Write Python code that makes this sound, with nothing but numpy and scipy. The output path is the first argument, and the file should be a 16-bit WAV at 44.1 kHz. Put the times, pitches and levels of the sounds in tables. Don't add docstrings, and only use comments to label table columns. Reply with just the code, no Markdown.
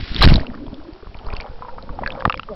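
import sys
import numpy as np
from scipy import signal
from scipy.fft import rfft, irfft
from scipy.io import wavfile

SR = 44100
rng = np.random.default_rng(int(sys.argv[2]) if len(sys.argv) > 2 else 0)


def dump(signal):
    limited = np.clip(np.atleast_2d(signal).T, -1, 1)
    pcm = np.round(limited * 32767).astype(np.int16)
    wavfile.write(sys.argv[1], SR, pcm)


def attenuation_scalar(level_db):
    decades = np.asarray(level_db, float) / 20
    return 10 ** decades


N = 112454


def in_time(rows):
    s, *columns = np.transpose(rows)
    return [np.interp(np.arange(N) / SR, s, c) for c in columns]


def rms_one(x):
    return x / np.sqrt(np.mean(x ** 2) + 1e-20)


def drift(rate_hz):
    r = np.exp(-2 * np.pi * rate_hz / SR)
    settle = 9000
    noise = rng.standard_normal(N + settle)
    return rms_one(signal.lfilter([1], [1, -2 * r, r * r], noise)[settle:])


def coloured(points):
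    hz = np.maximum(np.arange(N // 2 + 1) * SR / N, 1)
    p = np.array(points)
    db = np.interp(np.log(hz), np.log(p[:, 0]), p[:, 1], left=-40, right=-70)
    return rms_one(irfft(rfft(rng.standard_normal(N)) * attenuation_scalar(db), N))


def ring(clicks, hz, t60):
    r, w = attenuation_scalar(-60 / (t60 * SR)), 2 * np.pi * hz / SR
    return signal.lfilter([0, np.sin(w)], [1, -2 * r * np.cos(w), r * r], clicks + 1e-18)


def grains(per_s, low_hz, high_hz, cycles, spread_db):
    sizes = attenuation_scalar(spread_db * np.minimum(rng.exponential(1, N), 4)) * rng.choice([-1, 1], N)
    born = rng.random(N) < per_s / SR
    pitch = rng.integers(0, 16, N)
    out = 0
    for k, hz in enumerate(np.geomspace(low_hz, high_hz, 16)):
        out = out + ring(sizes * born * (pitch == k), hz, cycles / hz)
    return rms_one(out)


def bubbles(rows, rise_per_t60=0.072, crack_db=-22.5):
    roughness, rough_width = 0.69, 0.28
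    out, t = np.zeros(N + SR), np.arange(SR // 8) / SR
    for s, db, hz, t60 in rows:
        noise = rng.standard_normal((2, len(t)))
        turn = 2 * np.pi * hz * (t + rise_per_t60 * t * t / t60)
        r = np.exp(-2 * np.pi * hz * rough_width / SR)
        a, b = signal.lfilter([2 * (1 - r) ** 1.5], [1, -2 * r, r * r], noise)
        decay = attenuation_scalar(-60 * t / t60)
        ruffle = roughness * decay
        tone = (1 + ruffle * a) * np.sin(turn) + ruffle * b * np.cos(turn)
        onset = 1 - np.exp(-t * hz * 4.9)
        crack = attenuation_scalar(crack_db - 60 * t / 0.0019) * noise[0]
        start = int(s * SR)
        out[start:start + len(t)] += attenuation_scalar(min(db, -2.5)) * (tone * decay * onset + crack)
    return out[:N]


def pushes(rows, bluntness):
    t = np.arange(N) / SR
    return sum(h * np.exp(-np.abs((t - s) / w) ** bluntness) for s, h, w in rows)


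def surges():
    # (time [s], signed height, half length [s])
    surge_rows = [(.215, -.45, .005), (.23, .3, .0045), (.244, .45, .002), (.2485, -1.6, .0017),
                  (.2515, .25, .001), (.2605, -2.3, .0039), (.2688, 1.5, .0052), (.275, -1.3, .0012),
                  (.281, 1.2, .0048), (.2875, .2, .0015), (.2918, .85, .003), (.301, -.68, .004),
                  (.308, -.65, .002), (.314, -.75, .0028), (.319, .5, .0018), (.322, -.8, .0011),
                  (.325, .8, .0017), (.3282, .35, .002), (.3325, .75, .003), (.343, -.52, .005),
                  (.352, -.72, .0015), (.356, -.4, .002), (1.276, .13, .0085), (1.315, -.1, .0093),
                  (1.39, -.1, .005)]
    return pushes(surge_rows, 3.5)


def crushed_pockets():
    # (time [s], peak level [dB], pitch [Hz], t60 [s])
    pocket_rows = [(.2185, 0, 1170, .015), (.2245, 2, 3920, 0.018), (.2285, -9.5, 4080, 0.018),
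                   (.2325, -9, 3100, .015), (.2395, -7, 1230, 0.014), (.2535, -12, 4480, 0.014),
                   (.2765, -7, 2980, 0.0086), (.3012, -10, 2610, 0.01), (1.648, -34, 990, 0.16),
                   (1.692, -35, 1340, 0.037), (1.785, -32.5, 1250, 0.053), (2.04, -32.5, 1590, .02),
                   (2.355, -31, 3200, .015), (2.3245, -20, 1680, .015)]
    return bubbles(pocket_rows)


def spray():
    # (time [s], level [dB])
    spray_level = [
        (0, -40.5),
        (.13, -35.5),
        (.205, -30.5),
        (.214, -14.5),
        (.2355, -11.5),
        (.27, -21),
        (.36, -35),
        (.385, -45),
        (.43, -44.5),
    ]
    # (frequency [Hz], level [dB])
    spray_colour = [(300, -10), (900, -11.5), (1600, 0.5), (3000, 0.5), (4000, 0.5), (5500, -7),
                    (7000, -33.5)]
    db, = in_time(list(spray_level) + [(.55, -96.5)])
    crackle = grains(1400, 700, 5000, 9.0, 4.0)
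    return attenuation_scalar(db + 2.58 * drift(68) - 1.0) * (1.034 * coloured(spray_colour) + 0.41 * crackle)


def buffet():
    # (time [s], level [dB])
    buffet_level = [(0, -26), (.07, -36), (.12, -28.5), (.2, -25.5), (.24, -39.5), (.38, -20.5), (.45, -42),
                    (.7, -34.5), (.9, -50.5), (1.1, -46.5), (1.22, -36), (1.29, -40.5), (1.5, -40.5),
                    (1.75, -42), (1.98, -32.5), (2.1, -33), (2.4, -37.5), (2.55, -40)]
    # (frequency [Hz], level [dB per Hz])
    buffet_colour = [(7.1, -53), (12, 8), (56, -7), (152, -15.5), (239, -12.5), (400, -25.5), (520, -37),
                     (880, -120)]
    return attenuation_scalar(in_time(buffet_level)[0] + 4.3 * drift(63) + 0.5) * coloured(buffet_colour)


def slaps():
    # (time [s], level [dB], width [s])
    slap_rows = [(0.367, -1, 0.0023), (.41, -9.5, 0.0011), (0.5, -20, 0.0088), (0.681, -19, 0.0023),
                 (0.929, -23, 0.0031), (1.073, -21.5, 0.0029), (1.269, -12, 0.0048), (1.337, -12.5, 0.0033),
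                 (2.2522, -8.5, 0.00056), (2.2619, -7, 0.00077), (2.2775, -2.5, 0.00088)]
    t = np.arange(N) / SR
    out = 0
    for s, db, w in slap_rows:
        dip = np.exp(-np.abs(t - s) / w)
        rebound = 0.24 * np.exp(-((t - s - 2.6 * w) / (5.8 * w)) ** 2)
        out = out + attenuation_scalar(db) * (rebound - dip)
    return out


def sloshes():
    # (time [s], signed height, half length [s])
    slosh_rows = [(.011, -0.11, 0.0023), (.029, -0.097, 0.0022), (.036, 0.15, 0.0039),
                  (.106, 0.067, 0.0034), (.116, -0.16, 0.0057), (.158, 0.14, 0.0013), (.194, -0.25, 0.0027),
                  (.2, -0.17, 0.0016), (.208, 0.29, 0.00091), (.381, 0.13, 0.004), (.43, 0.097, 0.013),
                  (.8, -0.033, 0.026), (1.03, -0.033, 0.0057), (1.098, -0.058, 0.003),
                  (1.155, -0.042, 0.0029), (1.183, 0.035, 0.0071), (1.5, 0.089, .004),
                  (1.517, -0.041, 0.016), (1.552, .06, 0.017), (1.74, 0.04, 0.028), (1.933, 0.07, 0.0054),
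                  (1.97, -.045, 0.0082), (2.47, .025, 0.0084)]
    return pushes(slosh_rows, 1.7)


def plops():
    # (time [s], peak level [dB], pitch [Hz], t60 [s])
    plop_rows = [(0.378, -19.5, 630, 0.038), (0.543, -22.5, 1180, 0.013), (0.681, -33, 920, 0.02),
                 (0.83, -34, 790, 0.013), (0.934, -41, 790, 0.018), (1.025, -38, 1130, 0.025),
                 (1.07, -32, 1080, 0.019), (1.151, -32.5, 910, 0.024), (1.268, -27.5, 950, 0.026),
                 (1.338, -26.5, 1037, 0.035), (1.444, -26.5, 780, 0.042), (1.462, -27.5, 800, 0.035),
                 (1.622, -24.5, 998, 0.063), (1.684, -27.5, 925, 0.086), (1.782, -20, 960, 0.013),
                 (1.892, -26.5, 1105, 0.043), (1.989, -13, 770, 0.022), (2.021, -18.5, 563, 0.037),
                 (2.034, -16, 930, 0.026), (2.062, -15, 1650, 0.026), (2.075, -14, 1600, 0.025),
                 (2.206, -19.5, 1590, 0.02), (2.223, -13, 1050, 0.0077), (2.2525, 5, 1156, 0.024),
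                 (2.2972, -5.5, 1255, 0.016), (2.303, -11.5, 1175, 0.024), (2.342, -11.5, 1144, 0.0081),
                 (2.395, -16, 1287, 0.018), (2.432, -32.5, 1270, 0.028), (2.487, -28.5, 1163, 0.057)]
    return bubbles(plop_rows)


def small_bubbles():
    # (time [s], peak level [dB], pitch [Hz])
    tink_rows = [(0.1461, -15, 4230), (0.163, -9.5, 3550), (0.31, -15.5, 2120), (0.3398, -9, 4370),
                 (0.3572, -5.5, 3880), (0.4671, -21.5, 2750), (0.6654, -34.5, 3230), (0.7425, -31.5, 3410),
                 (0.9343, -36, 4500), (1.1447, -32.5, 2320), (1.1702, -35, 4380), (1.2655, -30.5, 4120),
                 (1.3027, -29, 2360), (1.3285, -30, 2430), (1.367, -25.5, 2630), (1.4021, -22, 2300),
                 (1.4085, -22.5, 4500), (1.8252, -33.5, 4000), (2.0367, -23, 1890), (2.061, -20, 2410),
                 (2.0745, -19.5, 4340), (2.1039, -23, 2510), (2.1214, -22.5, 3480), (2.1499, -33, 2210),
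                 (2.2968, -10, 2600), (2.3243, -18, 2700), (2.3417, -17, 2350), (2.3748, -27.5, 2170),
                 (2.396, -20.5, 2660)]
    # (time [s], peak level [dB],
    # pitch [Hz])
    crackle_rows = [(2.253, -9.5, 1770), (0.403, -27, 4600), (0.548, -32, 1780), (1.277, -37, 4700),
                    (1.336, -33.5, 4700), (1.351, -35, 3030), (1.366, -20.5, 4260), (1.419, -32.5, 2290),
                    (2.223, -32.5, 1800), (2.375, -29, 4930), (2.432, -28.5, 2920), (0.366, -19, 4700)]
    t60_cycles = 37.7
    return bubbles([(s, db, hz, t60_cycles / hz) for s, db, hz in list(tink_rows) + list(crackle_rows)])


def gulps():
    # (time [s], peak level [dB], pitch [Hz], t60 [s])
    gulp_rows = [(.493, -31.5, 243.6, 0.13), (.553, -35, 252, 0.18), (.612, -27.5, 270, 0.22),
                 (.64, -26, 283, 0.13), (.728, -25.5, 254.7, 0.12), (.885, -36.5, 305, 0.19),
                 (1.03, -34, 420, 0.085), (1.828, -35.5, 531, 0.11), (1.932, -34, 556, 0.14),
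                 (2.103, -35, 540, .05), (2.12, -32.5, 600, 0.043), (2.152, -26, 787, .04),
                 (2.174, -25.5, 556, .05), (2.19, -29, 990, .04), (2.257, -8.5, 828, 0.02)]
    return bubbles(gulp_rows, crack_db=-40)


def torn_bubble():
    # (time [s], peak level [dB], pitch [Hz], t60 [s])
    torn_rows = [
        (0.396, -18.5, 1500, 0.016),
    ]
    return bubbles(torn_rows, rise_per_t60=1.0)


def cloud():
    # (time [s], pitch [Hz], level [dB])
    cloud_hum = [(0, 226, -50), (.2, 229.4, -51), (.4, 238.4, -36.5), (.6, 254.8, -38.5), (.8, 300, -44),
                 (1.05, 391.4, -54.5), (1.35, 440.7, -48), (1.7, 501, -47), (2.05, 523.5, -44),
                 (2.35, 528.7, -40), (2.45, 520, -57), (2.51, 581.4, -42), (2.55, 554, -54)]
    width_hz = 34
    hz, db = in_time(cloud_hum)
    turn = 2 * np.pi * np.cumsum(hz) / SR
    out = 0
    for ratio, level_db in ((1, 0), (1.75, -7)):
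        wide_hz = width_hz * ratio * ratio
        band = drift(wide_hz) * np.cos(ratio * turn) + drift(wide_hz) * np.sin(ratio * turn)
        out = out + attenuation_scalar(level_db + 3.6 * drift(25.0)) * band
    return attenuation_scalar(db) * out


def leak():
    # (time [s], rate [bubbles per s], level [dB])
    leak_train = [
        (2.485, 232, -47),
        (2.5, 237, -29.5),
        (2.512, 202, -27.5),
        (2.527, 196, -25.5),
        (2.55, 163, -39),
    ]
    base_db, pocket_width_hz = -8.5, 117
    rate, db = in_time(leak_train)
    t = np.arange(N) / SR
    turn = 2 * np.pi * np.cumsum(rate * (1 + 0.036 * drift(60))) / SR
    pocket_hz = 460 + 6200 * np.clip(t - 2.508, 0, .02)
    tones = 0
    for k in range(1, 5):
        lift = np.exp(-((k * rate - pocket_hz) / pocket_width_hz) ** 2)
        tones = tones + (attenuation_scalar(base_db) / k + lift) * np.sin(k * turn)
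    return attenuation_scalar(db) * (t > leak_train[0][0]) * tones


def fizz():
    # (time [s], level [dB])
    stir_level = [(.19, -54), (.23, -9), (.4, -34.5), (.57, -44.5), (.87, -45), (1.12, -47.5), (1.3, -33.5),
                  (1.46, -38), (1.55, -45.5), (1.9, -47), (2.0, -40.5), (2.18, -32.5), (2.35, -58.5),
                  (2.44, -54.5), (2.55, -48)]
    db, = in_time(stir_level)
    low = grains(450, 560, 1450, 15, 3.3)
    high = grains(90, 1300, 4800, 22.0, 4.0)
    low_gain = attenuation_scalar(-4 + 1.0 * drift(6.7))
    tick_gain = attenuation_scalar(-15 + np.minimum(0.71 * (db + 43.5), 2))
    return attenuation_scalar(db) * (low_gain * low + tick_gain * high)


def noise_floor():
    # (frequency [Hz], level [dB])
    floor_colour = [(350, -31.5), (600, -13.5), (4670, -17), (6000, -21), (7800, -39.5), (13200, -120)]
    return attenuation_scalar(-53 - 2.0) * coloured(floor_colour)


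def scene():
    slam = surges() + crushed_pockets() + spray()
    flow = buffet() + slaps() + sloshes()
    single = plops() + small_bubbles() + gulps() + torn_bubble()
    return (slam + flow + single + cloud() + leak() + fizz() + noise_floor())[None]


def roll_off(x):
    return signal.sosfilt(signal.butter(12, 16090, fs=SR, output="sos"), x)


def record(dry):
    overload, late_overload, cutoff_hz = .72, .74, 5375
    steep = signal.cheby1(8, .5, cutoff_hz, fs=SR, output="sos")
    x = signal.sosfilt(steep, np.clip(dry, -overload, overload))
    return roll_off(np.clip(x, -late_overload, late_overload))


dry = scene()
out = record(dry)
dump(out)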